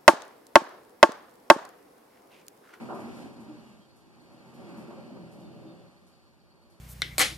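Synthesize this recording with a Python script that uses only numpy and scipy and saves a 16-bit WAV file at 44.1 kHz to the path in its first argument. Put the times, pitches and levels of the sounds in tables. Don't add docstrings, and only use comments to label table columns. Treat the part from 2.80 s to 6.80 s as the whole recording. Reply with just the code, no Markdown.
import sys
import numpy as np
from scipy import signal
from scipy.fft import rfft, irfft
from scipy.io import wavfile
from scipy.ndimage import uniform_filter1d

SR = 44100
rng = np.random.default_rng(int(sys.argv[2]) if len(sys.argv) > 2 else 0)


def transcribe(signal):
    frames = np.atleast_2d(signal).T
    limited = np.clip(frames, -1, 1)
    pcm = np.round(limited * 32767).astype(np.int16)
    wavfile.write(sys.argv[1], SR, pcm)


N = 176400
T, HZ = np.arange(N) / SR, np.fft.rfftfreq(2 * N, 1 / SR)


def amp(db):
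    return 10 ** (np.asarray(db) / 20)


def unit(x):
    return x / np.sqrt(np.mean(x ** 2) + 1e-20)


def curve(points, hz=HZ):
    f, value = np.transpose(points)
    return np.interp(np.log(hz + 1), np.log(f + 1), value)


def fader(points):
    return amp(np.interp(T, *np.transpose(points)))


def add(mix, start_s, sound):
    part = mix[max(round(start_s * SR), 0):][:len(sound)]
    part += sound[:len(part)]


def eq(x, response):
    return irfft(rfft(x, 2 * N) * response)[..., :N]


def colour(points):
    log_gain = np.log(amp(curve(points, np.fft.rfftfreq(8192, 1 / SR))))
    mirrored = np.r_[log_gain, log_gain[-2:0:-1]]
    response = np.exp(np.conj(signal.hilbert(mirrored))[:len(log_gain)])
    impulse = irfft(response)[:len(log_gain)]
    return unit(rfft(impulse, 2 * N))


def grains(per_s, spread_db):
    chance, size = rng.random((2, 2, N))
    hit, out = chance < per_s / SR, np.zeros((2, N))
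    signed = 2 * size[hit] - 1
    accent = np.minimum(-np.log(abs(signed) + 1e-9), 4)
    out[hit] = np.sign(signed) * amp(spread_db * accent)
    return unit(out)


def wander(n, smooth_samples):
    return unit(uniform_filter1d(rng.standard_normal(SR), size=smooth_samples))[:n]


def bursts(events, attack_s, decay_s):
    out, t = np.zeros(N), T[:SR // 2]
    for start_s, db in events:
        add(out, start_s, amp(db) * np.minimum(t / attack_s, 1) * np.exp(-t / decay_s))
    return out


# (frequency [Hz], relative gain [dB])
ROOM_TONE_EQ = [(20, -19), (60, 14), (170, 11), (400, -2), (1000, -31.5), (2000, -16), (3800, -23),
                (6000, -33.5), (10500, -23.5), (14000, -23.5)]
HISS_HZ, HISS_HALF_WIDTH_HZ, HISS_BOOST_DB, FLUTTER_DB = 4470, 390, 24.5, 2.8
ROOM_TONE_DB = -67.5


def room_tone():
    boost_db = HISS_BOOST_DB / (1 + ((HZ - HISS_HZ) / HISS_HALF_WIDTH_HZ) ** 2)
    air = amp(curve(ROOM_TONE_EQ))
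    white = rng.standard_normal((2, N))
    flutter = amp(FLUTTER_DB * unit(uniform_filter1d(rng.standard_normal(N), size=1200)))
    hiss = flutter * eq(white, air * (amp(boost_db) - 1))
    return amp(ROOM_TONE_DB) * unit(eq(white, air) + hiss)


# (frequency [Hz], T60 [s])
REVERB_TIME = [(100, 0.35), (1000, 0.14), (5000, 0.12), (14000, 0.41)]
PREDELAY_S, REVERB_DB = 0.00341, -7


def workshop(direct):
    hz, t, spectrum = signal.stft(rng.standard_normal((2, SR)), SR, nperseg=256)
    decay = amp(-60 * t / curve(REVERB_TIME, hz)[:, None])
    tail = signal.istft(spectrum * decay, SR, nperseg=256)[1][:, :SR] * (T[:SR] > PREDELAY_S)
    tail /= np.linalg.norm(tail, axis=1, keepdims=True)
    wet = signal.fftconvolve(direct[:1], tail, axes=1)[:, :N]
    return direct + amp(REVERB_DB) * wet


# (time [s], length [s], pitch [Hz], level [dB])
SQUEAK_CUES = [(.79, .14, 2850, -79), (0.893, 0.072, 2710, -74.5), (0.994, 0.067, 3200, -74),
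               (1.84, .06, 3330, -77), (2.604, 0.115, 3580, -74.5), (2.72, 0.21, 3550, -85),
               (2.853, 0.09, 3610, -72.5), (2.92, 0.156, 3480, -80.5)]
SQUEAK_WAVER, SQUEAK_SAG_HZ_PER_S = .009, 700


def guide_squeaks():
    out = np.zeros(N)
    for start_s, length, hz, db in SQUEAK_CUES:
        n = int(length * SR)
        sag = SQUEAK_SAG_HZ_PER_S * (T[:n] - length / 2)
        pitch = hz * (1 + SQUEAK_WAVER * wander(n, smooth_samples=300)) - sag
        swell = np.sqrt(2 * np.hanning(n))
        add(out, start_s, amp(db) * swell * np.sin(2 * np.pi * np.cumsum(pitch) / SR))
    return out


# (time [s], level [dB])
TICK_CUES = [(.005, -68), (.14, -66), (.19, -70), (.352, -68), (.52, -77), (.595, -71), (.86, -79),
             (1.155, -72), (1.408, -77), (1.512, -79), (1.66, -78), (1.735, -72), (1.968, -67),
             (2.512, -69), (2.595, -76), (3.262, -73), (3.805, -82), (3.895, -74.5)]
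# (frequency [Hz], relative gain [dB])
TICK_EQ = [(20, -39), (2500, -18), (5500, -3.5), (8000, -3.5), (11000, -1), (14000, -10)]


def grit_ticks():
    grit = grains(per_s=5000, spread_db=2)
    return eq(grit * bursts(TICK_CUES, attack_s=.012, decay_s=.042), colour(TICK_EQ))


# (frequency [Hz], width [Hz], gain [dB])
GUIDE_MODES = [(2823, 820, -25), (4460, 340, -21)]
RASP_FOLLOW = 0.75


def guide_rasp():
    grit = grains(per_s=4600, spread_db=2) * fader(RUMBLE_RIDE) ** RASP_FOLLOW
    bands = sum(amp(db) / (1 + 2j * (HZ - hz) / width) ** 2 for hz, width, db in GUIDE_MODES)
    return eq(grit, bands)


# (time [s], clack [dB], thud [dB])
KNOCK_CUES = [(.087, -56.5, -67), (.102, -64, -62), (.123, -63, -58), (.154, -65.5, -60), (.186, -69, -65),
              (.258, -75, -67), (2.102, -70, -69), (2.175, -80, -70), (2.36, -73, -71), (3.745, -84, -85)]
# (frequency [Hz], relative gain [dB])
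CLACK_EQ = [(20, -52), (80, -34), (170, -9), (350, -2), (500, -3), (740, -1), (850, -2), (970, 5),
            (1120, -3), (1400, -7), (1900, -22), (4000, -42), (15000, -60)]
# (frequency [Hz], relative gain [dB])
THUD_EQ = [(20, -48), (80, -26), (150, -2), (260, -1), (400, 4), (470, -10), (600, -2), (760, -5),
           (1100, -20), (2000, -42), (15000, -70)]


def panel_knocks():
    clack, thud = rng.standard_normal((2, 2, N))
    clack *= bursts([(s, db) for s, db, _ in KNOCK_CUES], attack_s=.00037, decay_s=.026)
    thud *= bursts([(s, db) for s, _, db in KNOCK_CUES], attack_s=.003, decay_s=.03)
    return eq(clack, colour(CLACK_EQ)) + eq(thud, colour(THUD_EQ))


# (time [s], level [dB])
SCRAPE_RIDE = [(0, -48.5), (.08, -50.5), (.11, -54), (.2, -48), (.45, -53.5), (.53, -57.5), (.8, -58.5),
               (1.12, -67.5), (1.53, -61.5), (1.72, -58.5), (1.95, -52.5), (2.2, -56), (2.52, -60),
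               (2.62, -60.5), (2.84, -60), (3.15, -65), (3.6, -70.5), (4, -66)]
# (frequency [Hz], relative gain [dB])
SCRAPE_EQ = [(20, -42), (90, -19.5), (250, 3.5), (470, -3.5), (600, -7.5), (680, -4), (780, -4), (860, -4),
             (950, -6.5), (1150, -7.5), (1350, -11), (1700, -15), (2300, -10.5), (4000, -41.5),
             (15000, -37.5)]
# (time [s], level [dB])
RUB_RIDE = [(0, -66), (.2, -66), (.43, -62.5), (.52, -70), (.9, -70), (1.1, -75.5), (1.55, -73.5),
            (1.92, -68), (2.35, -72), (2.55, -72), (3.05, -74), (3.3, -75.5), (3.7, -80), (4, -76.5)]
# (frequency [Hz], relative gain [dB])
RUB_EQ = [(20, -9), (1000, 0.5), (1900, -0.5), (2850, -1), (3800, -1), (5200, -4), (7000, -6.5),
          (10500, -10), (14000, -20.5)]
SCRAPE_TRIM_DB, RUB_TRIM_DB = -11.5, -1


def sliding_panels():
    scrape = eq(grains(per_s=4600, spread_db=2) * fader(SCRAPE_RIDE), colour(SCRAPE_EQ))
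    rub = eq(grains(per_s=7100, spread_db=2) * fader(RUB_RIDE), colour(RUB_EQ))
    return amp(SCRAPE_TRIM_DB) * scrape + amp(RUB_TRIM_DB) * rub


# (time [s], half length [s], level [dB], pitch [Hz])
JOLT_CUES = [(.015, 0.013, -56, 283), (.228, 0.09, -35.5, 235.2), (.447, 0.025, -37, 276),
             (.58, 0.042, -45, 232), (.683, 0.069, -39, 304), (.89, .042, -49, 204), (.99, 0.022, -49, 202),
             (1.42, 0.029, -51.5, 313), (1.9, 0.049, -45, 163), (1.96, 0.041, -41.5, 217.3),
             (2.17, 0.039, -49, 548), (2.315, 0.039, -39.5, 261), (2.39, 0.076, -40.5, 171.3),
             (2.6, 0.047, -38.5, 169), (2.835, 0.041, -42, 163.4), (2.842, 0.05, -43.5, 322),
             (3.05, 0.018, -55, 175), (3.21, .06, -57.5, 189), (3.735, 0.041, -54, 160)]
JOLT_DRIFT_HZ = 10


def runner_jolts():
    out = np.zeros(N)
    for start_s, half_length, db, hz in JOLT_CUES:
        t = np.arange(0, 2 * half_length, 1 / SR)
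        pitch = hz + JOLT_DRIFT_HZ * wander(len(t), smooth_samples=200)
        peak_s = half_length / 3
        swell = t / peak_s * np.exp(1 - t / peak_s)
        add(out, start_s, amp(db) * swell * np.sin(2 * np.pi * np.cumsum(pitch) / SR))
    return out


# (time [s], level [dB])
RUMBLE_RIDE = [(0, -44.5), (.11, -44.5), (.3, -45.5), (.47, -45.5), (.54, -49.5), (.75, -50.5),
               (.95, -58.5), (1.12, -62), (1.3, -61.5), (1.5, -56), (1.73, -54), (1.82, -47.5),
               (1.95, -45.5), (2.4, -47.5), (2.52, -50), (2.6, -47.5), (2.72, -48.5), (2.88, -49),
               (2.98, -52), (3.08, -54), (3.11, -62), (3.56, -66.5), (4, -63)]
# (frequency [Hz], width [Hz], relative gain closed [dB], relative gain open [dB])
TABLE_MODES = [(59, 14, -19, -22), (93, 13, -11, -9.5), (127, 12, 2.5, 0), (165, 11, 5.5, 9.5),
               (233, 20, 5.5, 0), (298, 10, 1.5, -7), (334, 22, -6, -2), (390, 18, -6, -9),
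               (534, 22, -12, -7), (610, 60, -14, -13), (755, 50, -18, -18), (945, 50, -16, -25)]
# (frequency [Hz], relative gain [dB])
BODY_EQ = [(20, -47.5), (80, -38.5), (140, -4.5), (250, -9), (370, -13), (480, -19), (1000, -54),
           (3000, -102)]
OPENING_START_S, OPENING_END_S = 0.78, 2.2
BUMPS_PER_S, BUMP_SPREAD_DB = 700, 1.5
RING_TRIM_DB, BODY_TRIM_DB = 0.5, -3.5


def runner_rumble():
    opened = np.interp(T, [OPENING_START_S, OPENING_END_S], [0, 1])
    bumps, ring = grains(BUMPS_PER_S, BUMP_SPREAD_DB), 0
    for k, (hz, width, closed_db, open_db) in enumerate(TABLE_MODES):
        resonator = [np.concatenate(signal.iirpeak(hz, q, SR)) for q in (hz / width, 2)]
        gain = amp(closed_db) * (1 - opened) + amp(open_db) * opened
        ring = ring + (-1) ** k * gain * signal.sosfilt(resonator, bumps)
    body = eq(grains(BUMPS_PER_S, BUMP_SPREAD_DB), colour(BODY_EQ))
    return fader(RUMBLE_RIDE) * (amp(RING_TRIM_DB) * unit(ring) + amp(BODY_TRIM_DB) * unit(body))


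# (frequency [Hz], side gain [dB])
SIDE_EQ = [(40, 6.5), (90, -1), (160, -15), (250, -13), (340, -5.5), (450, -6), (620, -7.5), (1000, -1),
           (1500, 3), (2300, -2.5), (4300, 1), (14000, -0.5)]


def scene():
    table = runner_rumble() + sliding_panels() + guide_rasp() + panel_knocks() + grit_ticks()
    table[0] += runner_jolts() + guide_squeaks()
    mid, side = workshop(table) + room_tone()
    side = eq(side, amp(curve(SIDE_EQ)))
    return np.array([mid + side, mid - side])


# (frequency [Hz], left over right [dB])
MIC_BALANCE = [(40, -7), (170, -0.5), (500, -2.5), (1200, 0.5), (3000, -3), (5000, 2), (8000, 0),
               (11000, 3.5), (14000, 1)]
# (frequency [Hz], share [0-1])
CROSSFEED = [(20, 0.58), (2000, 0.83), (3200, 0.57), (5200, 0.38), (7000, 0.29), (9000, 0.05),
             (14000, 0.01)]
LEFT_LEAD_S, CROSSFEED_DELAY_S, HIGH_CUT_HZ = .000015, 21 / SR, 14200


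def record(dry):
    left_over_right = amp(curve(MIC_BALANCE)) * np.exp(2j * np.pi * HZ * LEFT_LEAD_S)
    mics = eq(dry, left_over_right ** np.array([[.5], [-.5]]))
    crossfeed = np.clip(curve(CROSSFEED), 0, 1) * np.exp(-2j * np.pi * HZ * CROSSFEED_DELAY_S)
    wide = mics - eq(mics[::-1], crossfeed)
    high_cut = signal.firwin(511, HIGH_CUT_HZ, window=("kaiser", 9), fs=SR)
    return signal.oaconvolve(wide, high_cut[None], "same")


dry = scene()
out = record(dry)
transcribe(out)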